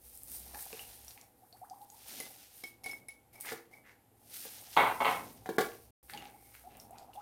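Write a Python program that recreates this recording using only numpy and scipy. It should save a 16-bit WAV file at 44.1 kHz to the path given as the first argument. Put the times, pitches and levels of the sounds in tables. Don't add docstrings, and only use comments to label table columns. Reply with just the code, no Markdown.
import sys
import numpy as np
from scipy import signal
from scipy.fft import rfft, irfft, next_fast_len
from scipy.io import wavfile
from scipy.ndimage import uniform_filter1d

SR = 44100
rng = np.random.default_rng(int(sys.argv[2]) if len(sys.argv) > 2 else 0)


def bounce(signal):
    frames = np.transpose(np.atleast_2d(signal))
    limited = np.clip(frames, -1, 1)
    pcm = np.round(limited * 32767).astype(np.int16)
    wavfile.write(sys.argv[1], SR, pcm)


N = 318357
T = np.arange(N) / SR

# first pour, scoop, long slide, second pour; each a list of
# start_s [s], fine_level_db [dB], coarse_against_fine_db [dB]
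SUGAR_STREAMS = [
    [(0, -64, -23), (.05, -56, -19), (.25, -59, -16), (.32, -47.5, -16), (.52, -54.5, -9), (.608, -44, -17),
     (.67, -50, -6), (.76, -52.5, -6.5), (1.0, -57, -5.5), (1.2, -67, -4.5), (1.3, -81, -5)],
    [(1.75, -86, -9), (1.9, -63.5, -15), (2.11, -51.5, -2), (2.21, -48.5, -5.5), (2.25, -54, -3),
     (2.33, -58.5, -4.5), (2.52, -61.5, -3), (2.59, -55.5, -8.5), (2.63, -61.5, -4)],
    [(4.15, -77, -14), (4.27, -63, -8.5), (4.35, -47, -9.5), (4.48, -50.5, -4.5), (4.68, -55.5, -3),
     (4.79, -48.5, -6.5), (4.95, -53.5, -7), (5.12, -49.5, -2.5), (5.42, -66.5, -6.5), (5.57, -60, -5)],
    [(6.03, -66, -14.5), (6.08, -66.5, -14), (6.106, -55, -10), (6.29, -68, -16), (6.55, -62.5, -8),
     (6.78, -69.5, -10.5), (7.22, -81, 0)],
]
# peak_s [s], fine_level_db [dB], hold_s [s],
# coarse_against_fine_db [dB], hollow_against_fine_db [dB]
SPILLS = [(1.081, -59, 0.026, -13, -31), (2.633, -57.5, 0.044, -4.5, -26), (2.837, -52.5, 0.088, -8, -10.5),
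          (3.084, -68.5, 0.0067, 4.5, -18), (3.33, -62, .05, -8.5, -1), (3.402, -49.5, .015, -15, -20),
          (3.456, -51, 0.067, 0, -4.5), (3.713, -69, 0.063, -10, -1), (3.863, -75.5, .05, 2.5, -6),
          (5.585, -51.5, 0.082, -3.5, -21), (5.733, -66, .12, -5, -23), (6.797, -62.5, 0.008, -18, -19),
          (6.979, -66, 0.015, -6, -8), (7.137, -63.5, 0.02, -11, -10)]
SPILL_ATTACK_S, SPILL_FALL_DB_PER_S = 0.0027, 209
# start_s [s], level_db [dB]
SETTLING = [(1.2, -78), (1.5, -70), (1.85, -66.5)]
# start_s [s], level_db [dB]
BUBBLING = [(0, -100), (.31, -71), (.6, -58), (.8, -61), (1.1, -70.5), (1.22, -66.5), (1.35, -85),
            (1.75, -73.5), (2.2, -62.5), (2.6, -78), (4.2, -79.5), (4.5, -66.5), (5.5, -69), (6.05, -84),
            (6.2, -66), (6.57, -76), (6.75, -61), (7.22, -64)]
# peak_s [s], rumble_level_db [dB], hold_s [s]
HAND_MOVES = [(0.28, -70, .2), (2.134, -62.5, .08), (2.883, -61.5, .04), (3.505, -67, .05), (4.28, -74, .2),
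              (4.884, -57, .06), (5.087, -54.5, .18), (5.48, -70, .03), (5.587, -57, .04),
              (6.147, -59.5, .08), (6.69, -68, .2)]
HAND_ATTACK_S, HAND_FALL_DB_PER_S, STILL_RUMBLE_DB = 0.069, 117.5, -72.5
# pitch_hz [Hz], relative_level_db [dB per Hz]
FINE_TONE = [(2940, -23), (5000, -14), (7670, -14.5), (8670, -4), (10200, -6), (12600, -4), (15000, -6),
             (16000, -17)]
# pitch_hz [Hz], relative_level_db [dB per Hz]
COARSE_TONE = [(700, -42.5), (1300, -3), (2200, 2), (4000, 3.5), (6000, 3), (8000, -2), (12000, -28.5)]
# pitch_hz [Hz], relative_level_db [dB per Hz]
RUMBLE_TONE = [(60, -41.5), (115, -0.5), (165, -0.5), (250, 4.5), (450, -3), (700, -4), (1200, -54.5)]
STRAY_TICKS_PER_S, STRAY_TICK_DB = 41, -19
PAN_HZ, PAN_BUBBLING_T60_S, PAN_GLUG_T60_S = 793, 3.65 / 254, 2.1 / 254

# start_s [s], relative_level_db [dB], start_pitch_hz [Hz], t60_s [s]
POPS = [(0.5469, -30, 1810, 0.0086), (0.7291, -32, 2570, 0.0077), (0.7937, -33.5, 2800, 0.029),
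        (1.0814, -32.5, 5670, 0.011), (1.1083, -36, 4400, 0.0015), (1.1766, -42, 2220, 0.0036),
        (1.2129, -39.5, 5570, 0.0047), (1.527, -46, 4350, 0.022), (1.699, -41, 4860, 0.0058),
        (1.8167, -52.5, 3920, 0.0025), (1.9014, -40.5, 6700, 0.011), (6.098, -33, 1580, 0.0028),
        (6.136, -26.5, 2300, 0.0033), (6.148, -43, 3140, 0.011), (6.1753, -32, 2740, 0.023),
        (6.2246, -40, 2350, 0.0045), (6.255, -39.5, 2550, 0.0038), (6.544, -51, 2230, 0.0055),
        (6.551, -40, 1390, 0.0031), (6.5923, -45, 1430, 0.0034), (6.8, -39.5, 5400, 0.0094),
        (6.9844, -37.5, 5000, 0.0029), (7.134, -49, 2800, 0.022), (7.1595, -50, 3340, 0.011)]
# start_s [s], peak_level_db [dB]
TICKS = [(0.153, -38), (0.1751, -33), (0.234, -31), (0.2828, -36), (0.2993, -33), (0.3173, -31),
         (0.335, -35), (0.3972, -33), (0.6254, -30), (0.996, -47), (1.0475, -38), (2.0842, -34),
         (3.4097, -27), (6.77, -38.5), (6.9092, -44)]
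TICK_HZ = 8750
# [s, raised to at least 1 ms]
LUMP_SHOWER = (6.1, 6.3, -52, 898, 3600, -0.15)
# cue_s [s, the tone starts 6 ms before], relative_level_db [dB],
# start_pitch_hz [Hz], rise_octaves [octaves], length_s [s]
GLUGS = [(.546, -49, 790, 0.37, 0.026), (1.168, -57, 804, 0.72, 0.037), (1.427, -56, 715, 1.44, .036),
         (1.534, -58.5, 690, 2.1, 0.051), (1.621, -45, 716, 1.4, 0.039), (1.714, -46, 761, 0.65, 0.037),
         (1.813, -47, 801, .4, 0.037), (1.923, -54, 843, 0.3, 0.037), (2.048, -62, 817, 0.58, .03),
         (6.136, -43.5, 795, 0.38, 0.032), (6.227, -50, 760, .5, 0.024), (6.259, -50, 797, .4, 0.029),
         (6.347, -55.5, 813, 0.4, 0.028), (6.645, -52, 694, 0.35, 0.048),
         (6.912, -50.5, 693.5, 1.28, 0.061), (6.945, -55, 800, 1.5, 0.044),
         (7.001, -56.5, 637, 1.16, 0.061), (7.094, -53, 747, 1.3, 0.032), (7.162, -47, 718, 1.06, 0.041),
         (7.186, -43.5, 845, 0.98, 0.033)]
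GLUG_LIFT_DB_PER_OCTAVE, GLUG_ROUGH_DB = 0.5, 3

# start_s [s], level_db [dB], main_pitch_hz [Hz], middle_modes_db [dB], high_modes_db [dB]
CLINKS = [(2.201, -40.5, 2043, 2.5, 6), (2.638, -37.5, 2215, -4, -8), (2.841, -43, 2203, 1, 0.5),
          (2.860, -33.5, 2215, -11, -5), (2.893, -42, 2215, -15, -8), (2.912, -44.5, 2215, 1.5, -6),
          (2.932, -41, 2190, -11, -10), (3.085, -42.5, 2206, -13, 4), (3.356, -55, 2280, -5, 0),
          (3.735, -50, 2250, -15, -11)]
# pitch_hz [Hz], relative_level_db [dB], t60_s [s]
CUP_MODES = [(800, -12, .04), (2060, -14, .04), (2280, -9, .04), (5280, 0, .03), (6650, -10, .02),
             (8680, -9, .02), (10270, 0, .03), (10500, -5, .02), (11400, -9, .02)]
CUP_T60_S, CUP_RISE_S, CUP_PUSH_S = 0.055, 0.003, 0.0016
# peak_s [s], level_db [dB], hold_s [s], pitch_hz [Hz], t60_s [s]
MURMURS = [(3.334, -66.5, 0.061, 2214, 0.049), (3.45, -47.5, 0.047, 2060, 0.0064),
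           (3.733, -63.5, 0.015, 2126, 0.088), (3.855, -61.5, 0.038, 1970, 0.0043),
           (6.097, -63, 0.15, 2380, 0.0014), (6.337, -75, 0.22, 2200, 0.016),
           (6.544, -69, 0.019, 1900, 0.0015), (6.708, -68.5, 0.059, 2570, 0.0017),
           (6.942, -68, 0.016, 2420, 0.0045)]
MURMUR_ATTACK_S, MURMUR_FALL_DB_PER_S = 0.031, 306

# start_s [s], length_s [s], force_db [dB, relative],
# fade_by_end_db [dB], hardness_db [dB]
RATTLES = [(4.766, 0.16, -19.5, -16.5, -2), (5.004, 0.03, -27.5, 2.5, -6.5), (5.048, 0.17, -22, -30, 0)]
# start_s [s], relative_level_db [dB]
TIN_BLOWS = [(4.768, -13.5), (4.774, -11), (4.81, -18), (4.839, -22), (5.008, -14.5), (5.056, -22.5),
             (5.091, -21)]
# pitch_hz [Hz], relative_level_db [dB]
TIN_MODES = [(463, -22), (603, -25.5), (662, -27), (703, -3), (735, 5), (810, 2), (875, -8.5), (912, 7.5),
             (950, -8), (1017, -17), (1098, -9), (1138, -5.5), (1350, -8.5), (1599, -6.5), (1981, -4.5),
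             (2054, -2), (2204, 6.5), (2430, -5.5), (2589, -6.5), (2770, -6), (3101, -4), (3327, -4.5),
             (3736, -14.5), (4064, -27.5)]
TIN_T60_S = 0.083
# pitch_hz [Hz], gain_db [dB]
TIN_BODY = [(120, -40.5), (300, -21.5), (600, -7.0), (950, 15.5), (1600, 1.0), (2300, -39)]
# pitch_hz [Hz], gain_db [dB]
TIN_EDGE = [(1200, -26.0), (2100, 2.5), (3300, -1.0), (4200, -7.0), (5200, -20.0), (15000, -28.5)]

# start_s [s], relative_level_db [dB], brightness_db [dB, relative],
# strongest_pitch_hz [Hz]
THUDS = [(0.545, -42.5, -18, 950), (0.729, -36.5, -12, 430), (2.201, -39, -8, 428), (2.636, -38.5, -7, 304),
         (2.863, -42, -4.5, 746), (3.449, -46, -18, 1740), (3.52, -27, -13.5, 360), (4.452, -41, -33, 450),
         (5.459, -34, -12.5, 780), (5.49, -19, -21.5, 307), (5.583, -15, -13, 810),
         (5.608, -21.5, -10.5, 468)]
# pitch_hz [Hz], relative_level_db [dB], t60_s [s]
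COUNTER_MODES = [(232, -22.5, 0.013), (340, -8.5, 0.29), (394, -12, 0.11), (462, -0.5, 0.08),
                 (520, 6, 0.022), (664, -15.5, 0.016), (757, 7, 0.046), (930, 2, 0.011), (1100, 5.5, 0.028),
                 (1396, 3, 0.044), (1593, 12.5, 0.012), (1930, 4, 0.0065), (2270, 2, 0.06)]
# pitch_hz [Hz], gain_db [dB]
SLAP_TONE = [(500, -26.0), (1500, -26.5), (3000, 1.5), (6000, -7.0), (15000, -10)]

# start_s [s], level_near_63_hz_db [dB], level_near_110_hz_db [dB]
HUMS = [(0, -60.5, -75), (1.1, -67.5, -70), (1.3, -80, -75), (4.7, -80, -73.5), (4.8, -66, -58),
        (5.3, -72, -65), (5.9, -71, -70), (7.22, -71, -72)]
# pitch_hz [Hz], relative_level_db [dB per Hz]
AIR_TONE = [(15, -33.5), (25, -39), (108, -21), (335, -21), (503, 8.5), (624, -26), (796, 9.5), (936, -5),
            (5880, -17), (13200, -6), (16000, -26.5)]
AIR_DB = -71.5
# pitch_hz [Hz], t60_s [s]
ROOM_DECAY = [(100, 0.16), (500, 0.36), (2000, 0.32), (6000, 0.15), (14000, 0.36)]
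ROOM_DB, CUP_ROOM_DB = -3, -8
# pitch_hz [Hz], gain_db [dB]
WIDTH_HITS = [(60, -27.5), (300, -27.5), (600, -21.5), (1200, -41), (2500, -45.5), (5000, -30),
              (14000, -25)]
# pitch_hz [Hz], gain_db [dB]
WIDTH_STEADY = [(60, -18.5), (1000, -18), (5000, -38.5), (14000, -20)]
# from_s [s], to_s [s]
DROPOUT = (5.907, 6.029)
TOP_HZ = 15900


def sugar():
    fine_gain, coarse_gain = sum(stream(table) for table in SUGAR_STREAMS)
    hollow_gain = gain(curves(BUBBLING)[0])
    for peak_s, db, hold_s, coarse_db, hollow_db in SPILLS:
        spill = swell(peak_s, db, hold_s, SPILL_ATTACK_S, SPILL_FALL_DB_PER_S)
        fine_gain = fine_gain + spill
        coarse_gain = coarse_gain + spill * gain(coarse_db)
        hollow_gain = hollow_gain + spill * gain(hollow_db)
    sinking = (T > SETTLING[0][0]) & (T < SETTLING[-1][0])
    settling = gain(curves(SETTLING)[0]) * sinking
    hands = gain(STILL_RUMBLE_DB)
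    for row in HAND_MOVES:
        hands = hands + swell(*row, HAND_ATTACK_S, HAND_FALL_DB_PER_S)

    fine_hits = grains(9000, 1.0) + gain(STRAY_TICK_DB) * grains(STRAY_TICKS_PER_S, 2.5)
    fine = unit(colour(fine_hits, FINE_TONE)) * (fine_gain + settling) * gain(1.4 * walk(30))
    coarse = unit(colour(grains(5000, 0.85), COARSE_TONE)) * coarse_gain * gain(1.8 * walk(25))
    pan_air = unit(ring(grains(600, 2.2), PAN_HZ, PAN_BUBBLING_T60_S))
    pan = pan_air * hollow_gain * gain(0.83 * walk(35))
    rumble = unit(colour(rng.standard_normal(N), RUMBLE_TONE)) * hands * gain(walk(17))
    return fine + coarse + pan + rumble


def pops():
    out, t = np.zeros(N), T[:2000]
    for start_s, db in TICKS:
        add(out, start_s, gain(db) * tick(TICK_HZ))
    from_s, to_s, middle_db, low_hz, high_hz, shower_t60 = LUMP_SHOWER
    shower = []
    for when, loud, high in rng.random(size=(60, 3)):
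        lump_s = from_s + when * (to_s - from_s)
        lump_hz = low_hz * (high_hz / low_hz) ** high
        shower.append((lump_s, middle_db + 12 * (loud - .5), lump_hz, shower_t60))
    for start_s, db, hz, t60 in POPS + shower:
        rising = np.sin(2 * np.pi * hz * t * (1 + 6 * t))
        tone = rising * 1000 ** (-t / max(t60, .001))
        add(out, start_s, gain(db) * (0.7 * tone + 0.78 * tick(hz)))
    return out


def glugs():
    out = np.zeros(N)
    for cue_s, db, hz, rise_octaves, length_s in GLUGS:
        u = np.arange(0, 1, 1 / (max(length_s, .01) * SR))
        climb = rise_octaves * u ** 2.6
        shape = np.sin(np.pi * u ** .7) ** .45
        tone = np.sin(2 * np.pi * np.cumsum(hz * 2 ** climb) / SR) * shape
        add(out, cue_s - .006, gain(db + GLUG_LIFT_DB_PER_OCTAVE * climb) * tone)
    out = out * gain(GLUG_ROUGH_DB * walk(150))
    return .5 * out + 0.031 * ring(out, PAN_HZ, PAN_GLUG_T60_S)


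def clinks():
    out, t = np.zeros(N), T[:6000]
    shape = (1 - np.exp(-t / CUP_RISE_S)) ** 2 * 1000 ** (-t / CUP_T60_S)
    shape = shape / shape.max()
    for start_s, db, main_hz, middle_db, high_db in CLINKS:
        grit = rng.standard_normal(6000)
        add(out, start_s, gain(db) * np.sin(2 * np.pi * main_hz * t + grit[0]) * shape)
        force = grit * np.exp(-t / CUP_PUSH_S)
        for hz, mode_db, t60 in CUP_MODES:
            wake_db = 0 if hz < 3000 else middle_db if hz < 8000 else high_db
            add(out, start_s, gain(db + mode_db + wake_db) * struck(force, hz, t60))
    return out


def murmur():
    grit, out = grains(1500, 0.95), np.zeros(N)
    for peak_s, db, hold_s, hz, t60 in MURMURS:
        level = swell(peak_s, db, hold_s, MURMUR_ATTACK_S, MURMUR_FALL_DB_PER_S)
        out += unit(ring(grit, hz, t60)) * level
    return out


def tin():
    chatter = grains(2500, 2.0)
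    force, hardness = np.zeros(N), np.ones(N)
    for start_s, length_s, db, fade_db, hard_db in RATTLES:
        u = (T - start_s) / length_s
        force = force + chatter * (u > 0) * (u < 1) * gain(db + fade_db * np.clip(u, 0, 1))
        hardness = np.where(u > 0, gain(hard_db), hardness)
    for start_s, db in TIN_BLOWS:
        blow = np.sign(rng.standard_normal(200)) * np.exp(-T[:200] / 0.0011)
        add(force, start_s, gain(db + 4.0) * blow)
    hard_force = force * hardness

    walls = np.zeros(N)
    active = slice(int(RATTLES[0][0] * SR), int(5.8 * SR))
    for hz, db in TIN_MODES:
        push = hard_force if hz > 1700 else force
        walls[active] += gain(db - 41) * ring(push[active], hz, TIN_T60_S)
    return walls + colour(force, TIN_BODY) + colour(hard_force, TIN_EDGE)


def thuds():
    out, t = np.zeros(N), T[:6000]
    for start_s, db, bright_db, pitch_hz in THUDS:
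        grit = rng.standard_normal(6000)
        force = grit * np.exp(-t / .0035)
        for hz, mode_db, t60 in COUNTER_MODES:
            octaves_off = abs(np.log2(hz / pitch_hz))
            add(out, start_s, gain(db + mode_db - 12.0 - 8.5 * octaves_off) * struck(force, hz, t60))
        slap = colour(grit * np.exp(-t / 0.0095), SLAP_TONE)
        add(out, start_s, gain(db + bright_db + 5) * slap)
    return out


def kitchen():
    low_db, high_db = curves(HUMS)
    low = ring(ring(rng.standard_normal(N), 63, .2), 63, .2)
    high = ring(ring(rng.standard_normal(N), 110, .07), 110, .07)
    air = colour(rng.standard_normal(N), AIR_TONE)
    return unit(low) * gain(low_db) + unit(high) * gain(high_db) + unit(air) * gain(AIR_DB)


def room(x):
    t, tail = T[:SR // 2], 0
    hz_points, t60_points = np.transpose(ROOM_DECAY)
    for hz in 60 * 2. ** np.arange(9):
        octave = [(hz / 2, -40), (hz / 1.4, -3), (hz, 0), (hz * 1.4, -3), (hz * 2, -40)]
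        band = colour(rng.standard_normal(len(t)), octave)
        t60 = np.interp(np.log(hz), np.log(hz_points), t60_points)
        tail = tail + band * 1000 ** (-t / t60) * np.minimum(t / 0.0041, 1)
    return signal.oaconvolve(x, tail / np.sqrt(np.sum(tail ** 2)))[:N]


def stream(table):
    fine_db, coarse_db = curves(table)
    inside = (T >= table[0][0]) & (T <= table[-1][0])
    return inside * np.array([gain(fine_db), gain(fine_db + coarse_db)])


def grains(per_s, spread_db):
    hit = rng.random(N) < per_s / SR
    strength, size = rng.standard_normal(N), rng.exponential(size=N)
    return unit(hit * strength * gain(spread_db * np.minimum(size, 4)))


def tick(hz):
    burst = rng.standard_normal(2000) * np.exp(-T[:2000] / 0.0006)
    y = colour(burst, [(hz / 2, -36), (hz, 0), (hz * 2.1, -10), (hz * 6, -28)])
    return y / np.abs(y).max()


def struck(force, hz, t60):
    y = ring(force, hz, t60)
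    return y / np.abs(y).max()


def ring(x, hz, t60):
    r = 1000 ** (-1 / (max(t60, .001) * SR))
    w = 2 * np.pi * min(hz, SR / 2.2) / SR
    return signal.lfilter([0, r * np.sin(w)], [1, -2 * r * np.cos(w), r * r], x)


def swell(peak_s, db, hold_s, attack_s, fall_db_per_s):
    fall_db = fall_db_per_s * np.maximum(T - peak_s - hold_s, 0)
    return gain(db - fall_db) * np.clip((T - peak_s) / attack_s + 1, 0, 1) ** 2


def walk(rate):
    k = int(SR / rate)
    steps = np.repeat(rng.standard_normal(N // k + 1), k)
    return unit(uniform_filter1d(steps, k)[:N])


def colour(x, points):
    hz, db = np.transpose(points)
    size = next_fast_len(len(x))
    f = np.arange(size // 2 + 1) * SR / size + 1
    shape = gain(np.interp(np.log(f), np.log(hz), db))
    return irfft(rfft(x, size) * shape, size)[:len(x)]


def curves(table):
    s, *columns = np.transpose(table)
    return [np.interp(T, s, column) for column in columns]


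def gain(db):
    return 10 ** (np.asarray(db) / 20)


def unit(x):
    return x / np.sqrt(np.mean(x ** 2))


def add(out, start_s, piece):
    i = int(start_s * SR)
    out[i:i + len(piece)] += piece[:N - i]


def scene():
    hits = pops() + glugs() + murmur() + tin() + thuds()
    hits = signal.sosfilt(signal.butter(3, 175, "high", fs=SR, output="sos"), hits)
    steady = sugar() + kitchen()
    cup = clinks()
    echoes = room(gain(ROOM_DB) * hits + gain(CUP_ROOM_DB) * cup)
    mid = steady + hits + cup + echoes
    width = colour(room(hits + cup), WIDTH_HITS) + colour(room(steady), WIDTH_STEADY)
    return np.array([mid + width, mid - width])


def record(dry):
    on = (T < DROPOUT[0]) | (T > DROPOUT[1])
    rounded = .4 * np.tanh(dry * on / .4)
    return signal.sosfilt(signal.ellip(10, .2, 80, TOP_HZ, fs=SR, output="sos"), rounded)


dry = scene()
out = record(dry)
bounce(out)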